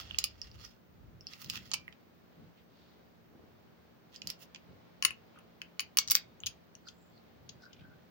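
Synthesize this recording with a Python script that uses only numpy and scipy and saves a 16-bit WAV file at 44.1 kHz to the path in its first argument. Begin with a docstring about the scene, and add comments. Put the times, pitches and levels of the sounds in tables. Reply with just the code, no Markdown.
"""Old steel handcuffs are turned in the hands, close to a stereo microphone in a small, quiet room.
A low hum lies under it all. First hands bump softly, skin slides on metal and the links clink.
Near 2 s the bow (the swinging arm) knocks on its hinge; a fingertip rubs it, and both parts sound again.
From 5 s a barrel key taps the keyhole, drops into the lock near 6 s and is screwed in with faint squeaks.
Each knock is a sharp crack and a few ringing tones; each slide or squeak is a stream of tiny catches."""
import sys
import numpy as np
from scipy import signal
from scipy.fft import rfft, irfft, next_fast_len
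from scipy.io import wavfile

SR = 44100
rng = np.random.default_rng(int(sys.argv[2]) if len(sys.argv) > 2 else 0)


def transcribe(signal):
    """Save signal, clipped to [-1, 1], as a 16-bit WAV file at the path in sys.argv[1]."""
    frames = np.atleast_2d(signal).T
    limited = np.clip(frames, -1, 1)
    pcm = np.round(limited * 32767).astype(np.int16)
    wavfile.write(sys.argv[1], SR, pcm)


N = 357210
TIME = np.arange(N) / SR

# Still air and microphone hiss. Each row: pitch in Hz, relative level in dB.
AIR_COLOUR = [(40, -27.5), (65, -5), (140, -5.5), (225, -5), (450, -10.5), (900, -19.5), (1470, -19),
              (4000, -33.5), (6000, -33.5), (8000, -42.5), (10700, -44), (14000, -48), (14900, -22.5),
              (15800, -28)]
# The low background murmur, which dips early and slowly swells again.
# Each row: time in seconds, level in dB.
MURMUR_LEVELS = [(0.0, -60.5), (0.4, -71), (4.4, -65), (8.1, -66)]
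# The low hum. Each row: pitch in Hz, level in dB.
HUM_TONES = [(173, -72), (227, -75)]
# Hands and sleeves. Each row: middle in seconds, rough length in seconds, pitch in Hz, relative level in dB.
HAND_BUMPS = [(.1, 0.96, 58.8, -55.5), (.58, 0.25, 62, -57), (1.079, 0.34, 70, -55),
              (1.55, 0.31, 121, -54.5), (1.76, 0.17, 129, -58.5), (2.44, 0.15, 131, -56),
              (3.38, 0.18, 270, -62), (4.27, 0.087, 135, -54), (4.721, 0.12, 134, -56.5),
              (6.109, 0.13, 115, -58), (6.47, 0.084, 79.6, -55), (7.471, 0.31, 106, -58.5),
              (7.86, 0.24, 129, -58)]
# The dying tail of a click at the start, then fingers and steel sliding.
# Each row: time of the peak in seconds, rough length in seconds, relative level in dB, treble in dB.
SLIDE_STROKES = [(0.004, 0.028, -39.5, -3.5), (0.081, 0.18, -56.5, -16), (0.204, 0.17, -55, -14.5),
                 (0.477, 0.18, -61, -9), (0.642, 0.084, -54, -2.5), (1.324, 0.044, -49, -5),
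                 (1.422, 0.045, -47.5, 5), (1.507, .03, -49, 0), (1.538, 0.019, -43, -1),
                 (1.559, .015, -45.5, -4), (1.571, 0.023, -44, -7), (1.66, 0.24, -59, -1.5),
                 (4.15, 0.03, -51, -5), (4.299, 0.047, -47.5, -2), (4.426, 0.023, -50, 9.5)]
# The tones that sliding wakes in the steel. Each row: pitch in Hz, relative level in dB.
SLIDE_TONES = [(1280, -7.5), (1900, -10), (2760, -3), (3300, -6), (4400, -5.5), (5100, -6)]
# The cuffs move from right to left. Each row: time in seconds, left level minus right level in dB.
CUFF_PATH = [(0.2, -6.5), (4.55, -5), (5.05, 5.5), (5.8, 2), (6.1, 1), (6.8, 6.5)]
# Light touches of steel on steel. Each row: start in seconds, peak level in dB, pitch in Hz.
LIGHT_TOUCHES = [(0.1096, -28.5, 2860), (0.145, -30, 2740), (0.416, -26.5, 5030), (0.5147, -43.5, 5000),
                 (0.6492, -37.5, 5600), (1.2088, -42, 5240), (1.269, -28, 4950), (1.4605, -40, 4500),
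                 (1.8794, -34, 2200), (6.403, -39.5, 6600), (6.4358, -29, 3000), (6.752, -38.5, 6250),
                 (7.4915, -38.5, 5950)]

# The knocks of links, bow, key, lock and screw thread. Each row: start in seconds, relative level in dB,
# extra lows in dB, extra treble in dB, how much ringing the grip leaves in dB.
LINK_KNOCKS = [(0.1849, -34, 14, -9, -3), (0.1865, -19.5, -7.5, 11, -2.5), (0.2408, -19.5, 1, 19, -0.5),
               (1.3349, -41.5, 14, -7, -5), (1.4989, -27.5, 0, 8, -6), (4.1607, -42, -11.5, -10, -10.5),
               (4.2181, -37, 8, -16, -5), (4.2723, -30.5, -5, 15, -3), (4.3015, -29.5, -2, 17.5, -4)]
BOW_KNOCKS = [(1.7155, -31, -15, -15, 2), (1.7355, -25, -19, -6, 1), (1.7402, -24, 5, 8, -0.5),
              (1.9256, -50.5, 13, -15, -12), (4.5471, -41.5, 1, -22, -25), (4.5596, -43.5, 4.5, -20, -24.5)]
KEY_KNOCKS = [(5.0244, -29.5, 5.5, 4, 0.5), (5.0366, -41, 0, 2, 8), (5.0494, -20.5, 3, 10, -2),
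              (5.0514, -25, 4.5, 4.5, -3), (5.1067, -39, 19, 1, 16), (5.388, -59.5, 8.5, 0, 18),
              (5.6168, -40.5, 14, 2, -14), (5.7947, -30.5, 2.5, -1, -11), (5.8039, -33.5, 4.5, 10.5, -1.5),
              (5.9713, -19, 0, 19, -4)]
LOCK_KNOCKS = [(5.9863, -16, 0.5, -1, -2), (6.0764, -35.5, -11, -11.5, -2), (6.0838, -37, -0.5, -9, 4.5),
               (6.1001, -28.5, -3.5, -2, 4), (6.1072, -25.5, -5, 5, -1), (6.1098, -16.5, -14, 6.5, 3),
               (6.1164, -15.5, -5.5, 7.5, 0), (6.1471, -35, 3.5, 5, -3), (6.1522, -15, -6.5, -0.5, -1),
               (6.1621, -28, 2.5, 10, 2), (6.1692, -33.5, 9, -8, -2)]
THREAD_KNOCKS = [(6.4611, -34.5, -4, 19.5, -2), (6.4668, -30, -9, 14.5, -0.5), (6.4702, -35, 9, 8, 0),
                 (6.8856, -46.5, 1, 4, 0), (7.4924, -46, -4, -20, -5), (7.7306, -55, 3, -7, -5)]
# The colour of each knock, with the microphone's thin ring near 15 kHz.
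# Each row: pitch in Hz, relative level in dB.
LINK_COLOUR = [(700, -23), (1600, -22.5), (2350, -3.5), (2900, 0), (3700, -6), (4900, 4.5), (6000, -3),
               (7200, -7), (8500, -20), (13000, -28.5), (15300, -22.5)]
BOW_COLOUR = [(700, -18.5), (1100, -13), (1700, -13), (2400, -5), (3000, -2), (3800, -10), (4800, -5),
              (6200, -11.5), (8500, -21), (13000, -32), (15300, -23)]
KEY_COLOUR = [(700, -38.5), (1100, -13), (1600, -7.5), (2300, -5), (2950, 2), (3600, -15), (4800, 0.5),
              (5700, -7.5), (6800, -5.5), (8200, -29.5), (9800, -14), (12800, -41), (15500, -15.5)]
LOCK_COLOUR = [(700, -33.5), (1250, -13.5), (1800, -10.5), (2300, -6), (3700, -3), (4700, 2), (5900, 3),
               (6700, -8), (7400, -5), (8400, -14), (13000, -14), (15000, -4.5)]
THREAD_COLOUR = [(700, -33), (2200, -8.5), (2950, 6), (3800, 1), (5200, -1.5), (6700, 0), (8500, -41),
                 (13000, -33), (15300, -26.5)]
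# The tones of each knock; those near 15 kHz are the microphone's thin ring.
# Each row: pitch in Hz, relative level in dB, seconds to fade by 60 dB.
LINK_TONES = [(1216, -20.5, .05), (2700, -27.5, 0.3), (2740, -4.5, .018), (4530, -23, .1), (5144, -3, 0.01),
              (5150, -29, .19), (6700, -25.5, .07), (10500, -28, 0.068)]
BOW_TONES = [(2303, -6, 0.07), (2340, -30, 0.35), (2440, -26.5, .35), (4230, -22, .11), (6700, -14, 0.041)]
KEY_TONES = [(1080, -12, 0.05), (1740, -18, 0.09), (2550, -23, 0.045), (2850, -27, 0.04), (2900, 1, 0.012),
             (5025, -27, .04), (7000, -15, 0.027), (9650, -2.5, 0.032), (11140, -25, 0.055),
             (15400, -18, 0.035)]
LOCK_TONES = [(1170, -23.5, 0.029), (2200, -26, 0.13), (3680, -47, 0.4), (3420, -47, 0.3),
              (4570, -23.5, .07), (5150, -24.5, 0.05), (5600, -18.5, 0.045), (5960, -10, 0.035),
              (7430, -19, 0.085), (11180, -22, 0.06), (14600, -17.5, .05)]
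THREAD_TONES = [(3100, -22, 0.048), (6040, -8, 0.039), (6540, 7, 0.033), (11150, -25, 0.093)]

# A fingertip rubbing the bow, then the key squeaking in the lock.
# Each row: middle in seconds, rough length in seconds, pitch in Hz, width of the band in Hz, level in dB.
FINGER_RUBS = [(2.59, 0.071, 2700, 1800, -70.5), (2.83, .27, 3700, 2000, -71)]
KEY_SQUEAKS = [(5.374, 0.093, 1285, 400, -63), (5.377, 0.077, 2600, 930, -66),
               (6.874, 0.04, 4600, 920, -56), (6.879, 0.062, 1400, 200, -62.5),
               (6.998, 0.31, 7400, 500, -79), (7.164, 0.1, 4430, 600, -70), (7.652, .11, 1487, 140, -57.5),
               (7.637, 0.064, 4700, 1400, -62), (7.768, 0.14, 2900, 1400, -63),
               (7.879, 0.16, 1506, 140, -64.5)]
# The room's echo. Each row: pitch in Hz, seconds to fade by 60 dB.
ROOM_FADE = [(500, 0.17), (1320, 0.21), (3500, 0.17), (9000, 0.077), (15000, 0.087)]


def undb(db):
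    """Turn decibels into a number to multiply by."""
    return 10 ** (np.asarray(db) / 20)


def unit(x):
    """Scale a sound to an average (rms) level of 1."""
    return x / np.sqrt(np.mean(x ** 2))


def colour(x, points):
    """Filter a sound along (Hz, dB) points, falling steeply below the first."""
    size = 2 * next_fast_len(x.shape[-1] // 2 + 1024)
    f = np.maximum(np.arange(size // 2 + 1) * SR / size, 1)
    hz, db = np.transpose(points)
    gain = undb(np.interp(np.log(f), np.log(hz), db)) * np.clip(f / hz[0], .1, 1) ** 2
    # fold the filter so that nothing sounds before its cause
    cepstrum = irfft(np.log(gain))
    cepstrum[1:size // 2] *= 2
    cepstrum[size // 2 + 1:] = 0
    return irfft(rfft(x, size) * np.exp(rfft(cepstrum)), size)[..., :x.shape[-1]]


def noise(points):
    """Separate left and right noise, coloured along (Hz, dB) points."""
    return unit(colour(rng.standard_normal((2, N)), points))


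def wander(rate):
    """Drift to a new random value `rate` times a second."""
    knots = rng.standard_normal(int(N / SR * rate) + 2)
    return np.interp(TIME * rate, np.arange(len(knots)), knots)


def resonate(x, hz, width_hz):
    """Let a sound ring the steel around one pitch."""
    return signal.lfilter(*signal.iirpeak(hz, hz / width_hz, fs=SR), x)


def add(out, s, sound):
    """Mix a sound in, starting at s seconds."""
    start = int(s * SR)
    sound = sound[:, max(-start, 0):max(N - start, 0)]
    out[:, max(start, 0):max(start, 0) + sound.shape[1]] += sound


def pan(x, pan_db):
    """Make the left side pan_db louder than the right."""
    return x * undb(np.array([[.5], [-.5]]) * pan_db)


def from_cuffs(sound, s, lag_s_per_db=3.3e-5):
    """Put a sound where the cuffs are at s seconds: the far side gets it quieter and a moment later."""
    pan_db = np.interp(s, *np.transpose(CUFF_PATH))
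    lag = int(round(abs(pan_db) * lag_s_per_db * SR))
    left = np.roll(sound[0], lag * (pan_db < 0))
    right = np.roll(sound[1], lag * (pan_db > 0))
    return pan(np.array([left, right]), pan_db)


def swell(length, hz, width_hz, grain_db, shared):
    """A band of uneven catches swells and dies mid-way through one second; `shared` makes the sides alike."""
    t = np.arange(SR) / SR - .5
    window = np.cos(np.pi / 2 * np.clip(t / (.75 * length), -1, 1)) ** 2
    grip = np.interp(t, np.linspace(-.5, .5, 250), rng.standard_normal(250))
    catches = rng.standard_normal((3, SR)) * undb(grain_db * grip)
    centre = np.hypot(hz, width_hz / 2)
    band = signal.butter(2, [centre - width_hz / 2, centre + width_hz / 2], "band", fs=SR, output="sos")
    return unit(signal.sosfilt(band, catches[:2] + shared * catches[2])) * window


def background(air_db=-63, waver_db=1.5):
    """Steady air and hiss, a murmur that dips and swells, and a slightly wavering hum."""
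    murmur = noise([(120, -16), (260, -3), (600, -2.5), (1400, -13), (4500, -19), (8000, -39),
                    (14000, -47.5)])
    murmur *= undb(np.interp(TIME, *np.transpose(MURMUR_LEVELS)) + waver_db * wander(7))
    hum = 0
    for hz, db in HUM_TONES:
        height = np.sqrt(2) * undb(db + 2.2 * wander(3.5))
        hum += height * np.sin(2 * np.pi * hz * TIME + 0.14 * wander(3.1))
    return undb(air_db) * noise(AIR_COLOUR) + murmur + hum


def hands(gain_db=1, fidget_db=-72):
    """Dull bumps of flesh and cloth, much alike on both sides, over faint random fidgeting."""
    out = noise([(70, -2), (130, 0.5), (250, -8.5), (600, -32), (2000, -64.5)])
    out *= undb(fidget_db + 4 * wander(4.9))
    for s, length, hz, db in HAND_BUMPS:
        bump = swell(length, hz, width_hz=1.1 * hz, grain_db=4.5, shared=0.95)
        add(out, s - .5, bump * undb(db + gain_db))
    return out


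def slides(grain_db=4, jerk_db=3, ring_db=-7, dull_hz=7000, rise=0.46, fall=0.43, gain_db=1):
    """After a click's dying tail, skin and steel slide in jerky, tiny catches that ring the steel."""
    catches = rng.standard_normal((2, N)) * undb(grain_db * wander(900) + jerk_db * wander(110))
    scrape = unit(colour(catches, [
        (800, -12.5), (1200, -8.5), (1900, -5), (2800, -1.5), (3700, -2), (4500, -2), (5200, -2),
        (5900, -2.5), (7000, -5.5), (8500, -18), (11000, -11), (13300, -16.5), (15200, -1.5)]))
    # the tones come and go as the point of contact wanders
    ring = sum(unit(resonate(scrape, hz, width_hz=200) * undb(6 * wander(20))) * undb(db)
               for hz, db in SLIDE_TONES)
    scrape = unit(scrape + undb(ring_db) * ring)
    dull = signal.sosfiltfilt(signal.butter(2, dull_hz, fs=SR, output="sos"), scrape)
    force, bite = 0, 0
    for s, length, db, treble_db in SLIDE_STROKES:
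        stroke = undb(db) * np.exp(-np.maximum((s - TIME) / rise, (TIME - s) / fall) / length)
        force += stroke
        bite += stroke * undb(treble_db)  # a steel edge bites in the high treble, skin does not
    sliding = (dull * force + (scrape - dull) * bite) * undb(gain_db)
    return pan(sliding, np.interp(TIME, *np.transpose(CUFF_PATH)))


def tinks(crack_s=0.0007, crack_db=-8, spot_width_hz=1100, barrel_hz=2830, barrel_width_hz=450,
          barrel_db=-12):
    """A light touch: a tiny crack briefly rings the spot that is touched, and faintly the barrel."""
    out, t = np.zeros((2, N)), np.arange(SR // 10) / SR
    for s, db, hz in LIGHT_TOUCHES:
        chatter = rng.standard_normal((3, len(t))) * np.exp(-t / crack_s)
        crack = colour(chatter[:2] + 1.5 * chatter[2],
                       [(hz / 2, -6), (hz, 0), (hz * 1.4, -7), (hz * 2.2, -32)])
        spot = resonate(resonate(crack, hz, spot_width_hz), hz, spot_width_hz)
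        barrel = resonate(resonate(crack, barrel_hz, barrel_width_hz), barrel_hz, barrel_width_hz)
        tink = unit(spot) + undb(barrel_db) * unit(barrel) + undb(crack_db) * unit(crack)
        tink /= np.abs(tink).max(axis=1, keepdims=True)
        add(out, s, from_cuffs(tink, s) * undb(db))
    return out


def knocks(hits, crack_colour, tones, crack_s, ring_db, gain_db, shared=0.73):
    """Steel hits steel: a crack of many tones that the hand stops at once, then the few that ring on."""
    out, t = np.zeros((2, N)), np.arange(SR // 3) / SR
    hz, tone_db, fade_s = np.transpose(tones)[:, :, None]
    attack = SR // 250  # the first 4 ms set a knock's level
    for s, db, low_db, treble_db, loose_db in hits:
        chatter = rng.standard_normal((3, len(t))) * np.exp(-t / crack_s)
        crack = colour(chatter[:2] + shared * chatter[2], crack_colour)
        crack /= np.sqrt(np.mean(crack[:, :attack] ** 2, axis=1, keepdims=True))
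        # the spot that is hit makes each tone louder or softer, and the grip shifts its pitch
        chance = rng.standard_normal((len(tones), 2))
        height = undb(tone_db + ring_db + 2.5 * chance[:, :1]) * undb(-60 * t / fade_s)
        pitch = hz * (1 + .005 * chance[:, 1:])
        phase = rng.random((len(tones), 1)) + rng.random((2, len(tones), 1)) / 2
        ring = (height * np.sin(2 * np.pi * (pitch * t + phase))).sum(axis=1)
        tilt = [(600, low_db / 2), (1400, 0.47 * low_db), (2600, low_db), (4800, 0), (7000, 0.00068),
                (11000, treble_db)]
        # a loosely held part rings, a firmly gripped one only clicks
        hit = colour(crack + undb(loose_db) * ring, tilt)
        hit /= np.sqrt(np.mean(hit[:, :attack] ** 2, axis=1, keepdims=True))
        add(out, s, from_cuffs(hit, s) * undb(db + gain_db))
    return out


def friction(strokes, grain_db, shared):
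    """Sticking and slipping sounds in one band a stroke: broad for a fingertip, narrow for the key."""
    out = np.zeros((2, N))
    for s, length, hz, width_hz, db in strokes:
        add(out, s - .5, swell(length, hz, width_hz, grain_db, shared) * undb(db))
    return out


def room(x, wet_db, early_db, early_s=.008, gap_s=0.0035):
    """Quick echoes off hands and table, then a short tail whose treble dies first."""
    t = np.arange(SR // 2) / SR
    f = np.arange(len(t) // 2 + 1) * SR / len(t)
    hz, fades = np.transpose(ROOM_FADE)
    spectrum = rfft(rng.standard_normal((2, len(t))))
    tail = sum(irfft(spectrum * np.interp(f, hz, band), len(t)) * undb(-60 * t / fade_s)
               for band, fade_s in zip(np.eye(len(hz)), fades))
    early = rng.standard_normal((2, len(t))) * np.exp(-t / early_s)
    echo = undb(wet_db) * unit(tail * (t > gap_s)) + undb(early_db) * unit(early * (t > gap_s))
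    mono = x.sum(axis=0, keepdims=True) / np.sqrt(2)
    return signal.fftconvolve(mono, echo / np.sqrt(len(t)), axes=1)[:, :N]


def scene():
    """All the steel sounds and their echo, with the hands and the background."""
    steel = knocks(LINK_KNOCKS, LINK_COLOUR, LINK_TONES, crack_s=0.0017, ring_db=-4.5, gain_db=-3)
    steel += knocks(BOW_KNOCKS, BOW_COLOUR, BOW_TONES, crack_s=0.0022, ring_db=-1.5, gain_db=-3)
    steel += knocks(KEY_KNOCKS, KEY_COLOUR, KEY_TONES, crack_s=0.002, ring_db=-5, gain_db=3.5)
    steel += knocks(LOCK_KNOCKS, LOCK_COLOUR, LOCK_TONES, crack_s=0.0015, ring_db=2.5, gain_db=0.5)
    steel += knocks(THREAD_KNOCKS, THREAD_COLOUR, THREAD_TONES, crack_s=0.0036, ring_db=-7.5, gain_db=1)
    steel += tinks() + slides()
    steel += friction(KEY_SQUEAKS, grain_db=7, shared=0.71)
    steel += friction(FINGER_RUBS, grain_db=2, shared=0.45)
    return steel + room(steel, wet_db=-11.5, early_db=-13.5) + hands() + background()


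def record(dry, bottom_hz=48, top_hz=16000):
    """Cut the deep bass and the top of the treble."""
    dry = signal.sosfilt(signal.butter(8, bottom_hz, "high", fs=SR, output="sos"), dry)
    return signal.sosfilt(signal.ellip(10, .2, 70, top_hz, fs=SR, output="sos"), dry)


dry = scene()
out = record(dry)
transcribe(out)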